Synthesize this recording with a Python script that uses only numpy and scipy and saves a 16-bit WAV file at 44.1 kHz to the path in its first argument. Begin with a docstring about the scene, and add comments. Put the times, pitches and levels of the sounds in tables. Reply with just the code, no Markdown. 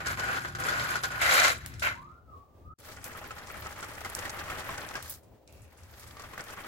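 """A cardboard toy tractor on a cable drives over rough concrete, far off, then after a short mute close by.
Random grit contacts and rattling gears ring the hollow box; fine grit gives the treble.
Knocks are decaying sines, the cable snags as ticks with scraping noise, the gears whine as a rough tone.
Behind lie a bird, late in the far pass, as a gliding near-sine in a cloud of echoes, a rumble and air of
coloured noise, and during the far pass an engine hum of harmonics."""
import sys
import numpy as np
from scipy import signal
from scipy.fft import rfft, irfft, next_fast_len
from scipy.io import wavfile

SR = 44100
rng = np.random.default_rng(int(sys.argv[2]) if len(sys.argv) > 2 else 0)


def wav_out(sig):
    """Save sig, one row per channel (or a flat mono array), as 16-bit PCM at SR to the path in sys.argv[1]."""
    wavfile.write(sys.argv[1], SR, np.round(np.clip(np.atleast_2d(sig).T, -1, 1) * 32767).astype(np.int16))


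N = 294147
LATE_FAR_START_S, NEAR_START_S = 1.2, 2.76
LAG_FAR_MS, LAG_NEAR_MS = 0.29, 0.11   # the right port hears the toy this much later
SHAKE_DB = -3.5   # how hard a knock shakes the whole box, relative to its ring


def tractor(levels, body, broad, treble, ports, hiss_db, peak_db, rattle_db, clump_db):
    """Grit and rattle shake the box through its modes; finer grit gives the treble."""
    body_db, grit_db = levels
    clumps = amp(clump_db * (drift(25.16) + .5 * drift(110)))
    _, knock_db, _, treble_db = np.transpose(KNOCKS)

    shake = grit(per_s=4400, size_db=2.5, smooth=0.77)
    shake = shake + amp(peak_db) * resonate(shake, body)
    loose_parts = amp(rattle_db) * rattle(per_s=250, cycles=8.5, count=12)
    box = unit(spread(*(shake + loose_parts), broad, *ports))
    knock_shake = knock_envelope(knock_db + SHAKE_DB, t60=0.17)
    out = box * np.hypot(amp(body_db) * clumps, knock_shake)

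    fine_grit = shake + grit(per_s=6200, size_db=3.5, smooth=0.35)
    fine = spread(*fine_grit, treble, *ports)
    tick = knock_envelope(knock_db + treble_db, t60=0.1)
    # stones snapping under a wheel sound in all the treble
    snaps = jolts(per_s=5.9, size_db=-5.0, t60=0.023)
    treble_pairs = [(0, (2600, 4600, 8000), 1.0), (hiss_db, (8000, 11500, 17000), .4)]
    for above_db, edges_hz, tick_share in treble_pairs:
        patches = []
        for low_hz, high_hz in zip(edges_hz, edges_hz[1:]):
            # lighter snaps and flicker stay inside one band
            flicker = amp(1.7 * drift(23))
            light_snaps = jolts(per_s=19, size_db=4.5, t60=0.023)
            patches.append(band(fine, low_hz, high_hz) * flicker * light_snaps)
        bed = amp(grit_db + above_db) * clumps * snaps
        out += unit(patches[0] - patches[1]) * np.hypot(bed, tick_share * tick)
    return out


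def grit(per_s, size_db, smooth):
    """Contacts at random with uneven sizes over a smooth noise bed, twice over."""
    size = amp(size_db * np.minimum(rng.exponential(1, (2, N)), 4))
    signed = size * rng.choice([-1, 1], (2, N))
    contacts = signed * (rng.random((2, N)) < per_s / SR)
    return unit(contacts) + smooth * rng.standard_normal((2, N))


def rattle(per_s, cycles, count):
    """Loose parts: sparse clicks dealt to short rings spread over two octaves, twice over."""
    clicks = grit(per_s, size_db=1.0, smooth=0)
    dealt = rng.integers(0, count, N)
    rings = 0
    for k, hz in enumerate(np.geomspace(600, 2600, count)):
        rings = rings + resonate(clicks * (dealt == k) + 1e-18, [(hz, hz / cycles, 0)])
    return unit(rings)


def jolts(per_s, size_db, t60):
    """Random bumps: a gain that jumps up at once and dies away."""
    size = amp(size_db * np.minimum(rng.exponential(1, N), 4))
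    hits = (rng.random(N) < per_s / SR) * size
    return unit(1 + signal.lfilter([1], [1, -amp(-60 / (t60 * SR))], hits))


# far pass, the toy moves in lurches: start_s, length_s, start_db and end_db [body level],
# grit_db [above body]
LURCHES = [(0, 0.084, -30.5, -43.5, -16), (0.057, 0.075, -30, -35.5, -9.5), (0.168, .21, -31.5, -32, -14.5),
           (.4, 0.13, -41.5, -46, -10), (0.582, 0.12, -33.5, -31.5, -11.5), (0.682, 0.29, -30, -33, -11.5),
           (1.023, 0.024, -42, -30, -9.5), (1.099, 0.33, -34.5, -33.5, -13), (1.211, 0.27, -26, -21, -8),
           (1.6, 0.52, -47.5, -70, -9), (1.819, 0.051, -30.5, -25, -14.5)]
LURCH_ATTACK_S, LURCH_FADE_DB_PER_S = 0.0062, 256
ECHO_DB, ECHO_FADE_DB_PER_S = -25, 125   # the yard's walls answer each lurch


def lurches():
    """Body and grit level of the far pass in dB: each lurch plus a quieter, slower-fading echo level."""
    rows = np.array(LURCHES)
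    levels = []
    for above_db in (0 * rows[:, 4:], rows[:, 4:]):
        shape = np.hstack([rows[:, :2], rows[:, 2:4] + above_db])
        direct = bursts(shape, LURCH_ATTACK_S, LURCH_FADE_DB_PER_S)
        echo = bursts(shape, LURCH_ATTACK_S, ECHO_FADE_DB_PER_S) + ECHO_DB
        levels.append(20 * np.log10(np.hypot(amp(direct), amp(echo))))
    return levels


# modes of the cardboard box and gear housing: pitch_hz, width_hz, level_db [relative]
BODY_FAR = [(782, 3.5, 15), (1052, 14, 5), (1450, 22, 1.5), (1520, 68, 1), (1630, 13, -2.5), (2070, 13, -9),
            (3440, 15, 4), (4920, 39, 5.5)]
# body between its peaks: pitch_hz, level_db [per Hz, relative]
BROAD_FAR = [(120, -50), (200, -9), (708, -4), (777, -9.5), (843, -6.5), (1440, 5), (3200, -11.5),
             (4160, -80), (7040, -120)]
# grit and hiss: pitch_hz, level_db [per Hz, relative]
TREBLE_FAR = [(1530, -23), (2600, -10), (3590, -1), (3940, 0.5), (5310, -3.5), (7390, -3), (8620, -11.5),
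              (11800, -10.5), (15300, -12.5), (16300, -40.5)]
# stereo match: pitch_hz, likeness [1 = both ports alike, 0 = unrelated]
LIKENESS_FAR = [(60, 0.83), (300, 1), (1000, 0.3), (3000, 0.22), (15000, .5)]
# stereo tilt: pitch_hz, left_above_right_db
LEFT_FAR = [(60, 1), (180, 2), (550, 0.5), (1650, 0.5), (4970, 2.5), (15000, 2.5)]


def far_tractor(levels):
    """The distant toy, its box ringing in narrow modes."""
    ports = (LIKENESS_FAR, LEFT_FAR, LAG_FAR_MS)
    return tractor(levels, BODY_FAR, BROAD_FAR, TREBLE_FAR, ports,
                   hiss_db=-4.5, peak_db=6.5, rattle_db=-11.5, clump_db=1.37)


# box modes late in the far pass: pitch_hz, width_hz, level_db [relative]
BODY_LATE_FAR = [(1086, 16, 1), (1393, 44, 5), (1515, 40, -3), (2055, 47, 7), (2370, 76, -5.5),
                 (3570, 49, -2.5), (3950, 160, -8)]
# body between those peaks: pitch_hz, level_db [per Hz, relative]
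BROAD_LATE_FAR = [(120, -54), (200, -24), (411, -18.5), (609, -8.5), (914, -12), (1560, -2), (3200, -13.5),
                  (4160, -39), (7040, -120)]


def late_far_tractor(levels):
    """The distant toy later on, the box speaking through another set of modes."""
    ports = (LIKENESS_FAR, LEFT_FAR, LAG_FAR_MS)
    return tractor(levels, BODY_LATE_FAR, BROAD_LATE_FAR, TREBLE_FAR, ports,
                   hiss_db=-6, peak_db=6, rattle_db=-8, clump_db=-1.5)


# near pass, rolling with one stop: time_s, body_db, grit_db
ROLL_NEAR = [(2.78, -66, -63.5), (2.89, -49.5, -53), (3.01, -56.5, -64.5), (3.06, -44.5, -55.5),
             (3.22, -48, -58.5), (3.91, -45, -54), (4.25, -41.5, -52.5), (4.69, -39, -50),
             (4.98, -45, -58.5), (5.11, -53, -51), (5.22, -72.5, -76), (5.45, -83, -95), (5.49, -69, -69.5),
             (5.74, -65, -71), (6.04, -53.5, -56.5), (6.15, -56.5, -63), (6.2, -53.5, -61.5),
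             (6.67, -44, -56)]
# box modes heard close by: pitch_hz, width_hz, level_db [relative]
BODY_NEAR = [(560, 27, -42), (819, 29, 5), (1106, 170, -32), (1250, 20, 1), (1390, 130, -37),
             (1900, 43, 1.5)]
# body between those peaks: pitch_hz, level_db [per Hz, relative]
BROAD_NEAR = [(120, 0), (200, -3.5), (623, -0.5), (700, -5.5), (1250, 0.5), (1830, -1), (3200, -10.5),
              (4160, -30), (7040, -120)]
# close grit and hiss: pitch_hz, level_db [per Hz, relative]
TREBLE_NEAR = [(1530, -60), (2600, -23), (3350, -11.5), (7390, -11), (8950, -11), (14000, -6),
               (15400, -10.5), (16300, -6)]
# stereo match, also of the yard: pitch_hz, likeness [1 = both ports alike, 0 = unrelated]
LIKENESS_NEAR = [(60, 0.97), (300, 0.52), (1000, 0.69), (3000, 0.13), (15000, 0.1)]
# stereo tilt, also of the yard: pitch_hz, left_above_right_db
LEFT_NEAR = [(60, 3), (240, -0.5), (950, 2), (3770, 0.5), (15000, 1)]


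def near_tractor():
    """The toy close by, its rolling level drawn as a continuous curve."""
    ports = (LIKENESS_NEAR, LEFT_NEAR, LAG_NEAR_MS)
    return tractor(curves(ROLL_NEAR), BODY_NEAR, BROAD_NEAR, TREBLE_NEAR, ports,
                   hiss_db=-1.0, peak_db=6, rattle_db=-9.5, clump_db=1.76)


# knocks of wheels and gears: start_s, level_db [ring at its start], pitch_hz [ring],
# treble_db [above level_db]
KNOCKS = [(0.068, -31.5, 1490, -7), (0.116, -38, 1630, -18), (0.176, -49, 1590, -14),
          (0.294, -28, 1520, -29), (0.343, -35, 1460, -11), (0.448, -28, 1520, -31),
          (0.55, -31.5, 1500, -10.5), (0.594, -47, 1450, -10), (0.839, -39, 1450, 2.5),
          (0.956, -25.5, 1450, -11), (1.036, -29, 1510, -2), (1.219, -31, 1440, -20),
          (1.342, -18, 1485, -13.5), (1.437, -30, 1430, -10), (1.477, -36, 1520, 6),
          (1.829, -34.5, 2280, -2), (2.886, -44.5, 1315, -11), (2.971, -43, 1430, -22),
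          (3.15, -39.5, 1270, -27), (3.215, -39.5, 820, -30), (3.242, -41, 1420, -12),
          (3.307, -35.5, 1300, -11), (3.381, -42, 1240, -8), (3.545, -38.5, 1280, -29),
          (3.66, -34, 1296, -24), (3.787, -39, 1270, -20), (3.827, -34.5, 1383, -8.5),
          (4.048, -33.5, 2064, -9), (4.234, -41, 1850, -7), (4.253, -31.5, 1900, -10),
          (4.409, -37.5, 1204, -26), (4.499, -31, 1280, -13), (4.691, -31, 1060, -15),
          (4.78, -34.5, 1513, -11.5), (4.954, -30.5, 1630, -10), (6.168, -43, 1166, -8.5),
          (6.196, -41.5, 1140, -5), (6.238, -41.5, 1170, -19), (6.334, -39, 1075, -11.5),
          (6.378, -38.5, 1540, -11), (6.394, -37, 1450, -9.5), (6.573, -39.5, 1150, -18),
          (6.645, -38, 1260, -19)]


def knock_rings(t60):
    """Each knock sets a panel ringing briefly; the right port hears it late."""
    out, t = np.zeros((2, N + SR)), np.arange(SR // 10) / SR
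    for start_s, level_db, hz, _ in KNOCKS:
        lag_s = (LAG_FAR_MS if start_s < NEAR_START_S else LAG_NEAR_MS) / 1000
        tone = amp(level_db - 60 * t / t60) * np.sin(2 * np.pi * hz * t)
        for port, arrival_s in enumerate([start_s, start_s + lag_s]):
            first = round(arrival_s * SR)
            out[port, first:first + len(t)] += tone
    return out[:, :N]


def knock_envelope(db, t60):
    """Each knock starts at once and dies away."""
    hits = np.zeros(N)
    hits[np.round(np.array(KNOCKS)[:, 0] * SR).astype(int)] = amp(db)
    return signal.lfilter([1], [1, -amp(-60 / (t60 * SR))], hits + 1e-18)


# the cable snags and scrapes on the concrete: start_s, level_db [tick at its start], centre_hz,
# width_octaves, scrape_db [above tick]
SNAGS = [(1.6614, -29.5, 4430, 9.9, -14.5), (1.7392, -45, 5270, 1.2, -10), (1.7957, -39.5, 5220, 1.7, -3),
         (3.042, -33.5, 9000, 2, -6.5), (3.173, -45, 10800, 0.87, -9), (3.8074, -38, 7400, 0.97, -17),
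         (3.933, -47, 12700, 1.2, -11), (4.1504, -24.5, 8200, 1.2, -17.5), (4.8892, -36.5, 5140, 1.4, -13),
         (4.955, -34.5, 5360, 0.58, -12), (5.0257, -36.5, 11700, 4.8, -7),
         (5.0964, -35.5, 13500, 0.92, 1.5), (5.2327, -64.5, 8000, 1.3, -3), (5.4762, -48, 5350, 1.2, -14),
         (5.525, -54, 10200, 2.9, -5), (5.619, -59, 8120, 0.88, -1), (5.774, -61, 7740, 0.77, 1),
         (5.996, -45, 10900, 2.2, -5), (6.44, -42, 9000, 1.5, -12)]
TICK_T60_S, SCRAPE_T60_S = 0.0073, 0.18


def cable(shared_gain):
    """Each snag is a sharp tick and a band of friction noise that dies away."""
    out, t = np.zeros((2, N + SR)), np.arange(SR // 4) / SR
    noise = rng.standard_normal((len(SNAGS), 3, len(t)))
    for (start_s, level_db, hz, octaves, scrape_db), (shared, *own) in zip(SNAGS, noise):
        half = 2 ** (max(octaves, .2) / 2)
        friction = shared_gain * shared + np.array(own)
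        scrape = unit(band(friction, hz / half, min(hz * half, .45 * SR)))
        shape = amp(-60 * t / TICK_T60_S) + amp(scrape_db - 60 * t / SCRAPE_T60_S)
        first = round(start_s * SR)
        out[:, first:first + len(t)] += amp(level_db) * shape * scrape
    return out[:, :N]


# gear whine: time_s, mesh_hz, level_db [above the body]
WHINE = [(.4, 780, -21), (.6, 490, -15.5), (.72, 600, -13), (.85, 574, -20), (.97, 780, -17),
         (1.2, 720, -23), (1.35, 481, -12.5), (1.39, 622, -13), (1.44, 771, -13.5), (1.5, 490, -15)]
WHINE_END_S = 1.6


def gears(body_db):
    """A rough mesh tone with two overtones; pitch and strength shake at random."""
    hz, above_db = curves(WHINE)
    turn = 2 * np.pi * np.cumsum(hz * (1 + 0.02 * drift(60))) / SR
    mesh = np.sin(turn) + 0.56 * np.sin(2 * turn) + 0.21 * np.sin(3 * turn)
    tone = amp(body_db + above_db + 1.9 * drift(50)) * mesh
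    return np.array([tone, np.roll(tone, round(LAG_FAR_MS * SR / 1000))])


# the motor strains as the wheels catch or start: start_s, length_s, start_db, end_db
STRAIN = [(1.823, 0.029, -32, -36), (5.47, 0.22, -65, -70.5), (5.78, 0.16, -64, -91)]


def strain():
    """A thin buzz in the gear housing: uneven contacts and noise in one narrow band."""
    buzz = band(grit(per_s=990, size_db=6.5, smooth=.8), 2200, 2800, order=3)
    return unit(buzz) * amp(bursts(STRAIN, LURCH_ATTACK_S, LURCH_FADE_DB_PER_S))


# pitch of the bird's whistle: time_s, pitch_hz
BIRD = [(1.95, 927), (2.01, 1146), (2.11, 1344), (2.17, 1470), (2.28, 1290), (2.33, 1112), (2.46, 1190),
        (2.61, 1157), (2.745, 1328)]
# its notes before the echoes: start_s, length_s, start_db, end_db
NOTES = [(1.94, .17, -49, -55.5), (2.265, 0.085, -54, -53.5), (2.43, 0.22, -74, -76),
         (2.635, 0.13, -53.5, -57)]
NOTE_ATTACK_S, NOTE_FADE_DB_PER_S = .03, 300


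def bird():
    """A gliding near-sine, smeared by a decaying cloud of echoes that differs at each ear."""
    (hz,) = curves(BIRD)
    note_db = bursts(NOTES, NOTE_ATTACK_S, NOTE_FADE_DB_PER_S)
    turn = 2 * np.pi * np.cumsum(hz * (1 + 0.009 * drift(40))) / SR
    call = amp(note_db) * amp(2.54 * drift(49)) * np.sin(turn)
    t = np.arange(SR // 3) / SR
    echoes = rng.standard_normal((2, len(t))) * amp(-60 * t / 0.45 - 26.0)
    # the direct call, 14 samples later on the right
    echoes[0, 0], echoes[1, 14] = .7, .6
    far = np.arange(N) < NEAR_START_S * SR
    return signal.fftconvolve(call[None], echoes, axes=1)[:, :N] * far


# swell of the yard rumble: time_s, level_db
RUMBLE = [(0, -47), (.6, -47), (.78, -44), (.95, -53), (1.7, -46), (2.1, -52), (2.18, -62.5), (2.33, -50.5),
          (2.48, -61.5), (2.68, -45.5), (2.8, -60), (2.92, -52.5), (4.15, -52.5), (4.5, -52), (5.08, -51.5),
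          (5.2, -59.5), (5.33, -53.5), (5.42, -65), (5.64, -49), (5.72, -60.5), (5.85, -52.5), (5.94, -57),
          (6.3, -53), (6.67, -63)]
# rumble colour: pitch_hz, level_db [per Hz, relative]
RUMBLE_COLOUR = [(13, -31.5), (22, -13), (59, -7), (80, 2), (113, -4), (137, -9.5), (172, -11),
                 (252, -12.5), (300, -16.5), (390, -23.5), (660, -120)]
# walls boom with the rumble: pitch_hz, width_hz, level_db [relative]
YARD_BOOM = [(60.3, 13, 2.5), (79, 11, 9.5), (111.6, 20, -3)]
LUMPS_DB, LUMPS_PER_S = 1.5, 5.6   # the rumble swells and sinks at random
# engine hum: time_s, firing_hz, level_db [before the harmonic and port gains]
HUM = [(0, 29.3, -50), (.8, 30.01, -49), (1.4, 29.38, -54), (2.1, 28.95, -57.5), (2.3, 30, -81),
       (2.74, 29.4, -64.5)]
# hum harmonics: multiple [of firing_hz], level_db [relative]
HUM_ORDERS = [(2, -4.5), (3, -12), (4, -0.5), (5, -1), (6, -6.5), (7, -18.5), (9, -8.5), (12, -6.5)]
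# still yard air: pitch_hz, level_db [per Hz, relative]
AIR = [(88, -32), (150, -10.5), (450, -4.5), (558, -4), (1030, -15), (1150, -22.5), (1580, -25.5),
       (13400, -39), (16300, -23)]
AIR_FAR_DB, AIR_NEAR_DB = -64.5, -60.5


def yard():
    """Lumpy rumble, the engine's hum until the near pass, and still air."""
    far = np.arange(N) < NEAR_START_S * SR
    rumble = spread(*rng.standard_normal((2, N)), RUMBLE_COLOUR, LIKENESS_NEAR, LEFT_NEAR)
    rumble = rumble + resonate(rumble, YARD_BOOM)
    rumble_db = curves(RUMBLE)[0] + LUMPS_DB * drift(LUMPS_PER_S)

    firing_hz, hum_db = curves(HUM)
    turn = 2 * np.pi * np.cumsum(firing_hz * (1 + 0.0018 * drift(1))) / SR
    hum = 0
    for multiple, db in HUM_ORDERS:
        phase = rng.uniform(0, 2 * np.pi)
        hum = hum + amp(db + 1.7 * drift(11)) * np.sin(multiple * turn + phase)
    # the hum is 0.7 dB louder at the left port and 0.7 dB quieter at the right
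    hum = far * amp(hum_db) * hum * amp(-3.0980392) ** 0 * np.array([[1], [1]]) * amp([[.7], [-.7]])

    air = spread(*rng.standard_normal((2, N)), AIR, LIKENESS_NEAR, LEFT_NEAR)
    air_db = np.where(far, AIR_FAR_DB, AIR_NEAR_DB) + 2.6 * drift(6)
    return unit(rumble) * amp(rumble_db) + hum + unit(air) * amp(air_db)


def amp(db):
    """dB to gain."""
    return 10 ** (np.asarray(db) / 20)


def unit(x):
    """Scale to rms 1."""
    return x / np.sqrt(np.mean(x ** 2) + 1e-20)


def curves(rows):
    """Columns of a table, joined by lines in time."""
    time_s, *columns = np.transpose(rows)
    return [np.interp(np.arange(N) / SR, time_s, c) for c in columns]


def bursts(rows, attack_s, fade_db_per_s):
    """Level in dB of (start, length, dB, dB) rows: quick rise, sloping hold, straight fade."""
    t, power = np.arange(N) / SR, 1e-12
    for start_s, length_s, start_db, end_db in rows:
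        hold_db = np.interp(t, [start_s, start_s + length_s], [start_db, end_db])
        db = hold_db - fade_db_per_s * np.maximum(t - start_s - length_s, 0)
        rise = np.clip((t - start_s) / attack_s, 0, 1)
        power = power + (amp(db) * rise) ** 2
    return 10 * np.log10(power)


def at_hz(points, n=N):
    """A table read on the FFT grid, log frequency."""
    hz = np.maximum(np.fft.rfftfreq(n, 1 / SR), 1)
    return np.interp(np.log(hz), np.log(np.array(points)[:, 0]), np.array(points)[:, 1])


def drift(rate_hz):
    """Slow random wander of rms 1: noise through a two-pole low-pass."""
    r = np.exp(-2 * np.pi * rate_hz / SR)
    return unit(signal.lfilter([1], [1, -2 * r, r * r], rng.standard_normal(N + SR))[SR:])


def band(x, low_hz, high_hz, order=2):
    """Butterworth band-pass."""
    return signal.sosfilt(signal.butter(order, [low_hz, high_hz], "band", fs=SR, output="sos"), x)


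def resonate(x, modes):
    """Parallel resonances of (Hz, width, dB), signs alternating."""
    out = 0
    for k, (hz, width_hz, db) in enumerate(modes):
        r = np.exp(-np.pi * width_hz / SR)
        b = (1 - r * r) / 2 * np.array([1, 0, -1])
        ring = signal.lfilter(b, [1, -2 * r * np.cos(2 * np.pi * hz / SR), r * r], x)
        out = out + (-1) ** k * amp(db) * ring
    return out


def spread(mid, side, colour, likeness, left, lag_ms=0):
    """Two signals coloured and mixed into a left-right pair, the right one late."""
    n = next_fast_len(N)
    alike = np.clip(at_hz(likeness, n), -1, 1)
    tilt = amp(at_hz(left, n) / 2)
    m, s = rfft(mid, n) * np.sqrt(1 + alike), rfft(side, n) * np.sqrt(1 - alike)
    late = np.exp(-2j * np.pi * np.fft.rfftfreq(n, 1000 / SR) * lag_ms)   # grid in kHz
    pair = np.array([(m + s) * tilt, (m - s) / tilt * late])
    return irfft(pair * amp(at_hz(colour, n)), n)[:, :N]


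def scene():
    """The toy's three stretches in turn, with whine, knocks, cable, strain, bird and yard."""
    t, lurching = np.arange(N) / SR, lurches()
    far, late_far, near = far_tractor(lurching), late_far_tractor(lurching), near_tractor()
    toy = np.where(t < LATE_FAR_START_S, far, np.where(t < NEAR_START_S, late_far, near))
    toy = toy + (t < WHINE_END_S) * gears(lurching[0])
    return toy + knock_rings(t60=0.065) + cable(shared_gain=0.23) + strain() + bird() + yard()


MUTE_START_S, MUTE_END_S = 2.744, 2.778
MUTE_DB, FADE_OUT_S, FADE_IN_S = -36, .008, .01
CUTOFF_HZ = 15950


def record(dry):
    """A short mute between the two passes, then a steep low-pass cuts the top."""
    times = [MUTE_START_S - FADE_OUT_S, MUTE_START_S, MUTE_END_S, MUTE_END_S + FADE_IN_S]
    mute_db = np.interp(np.arange(N) / SR, times, [0, MUTE_DB, MUTE_DB, 0])
    low_pass = signal.ellip(12, .5, 65, CUTOFF_HZ, fs=SR, output="sos")
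    return signal.sosfilt(low_pass, dry * amp(mute_db))


dry = scene()
out = record(dry)
wav_out(out)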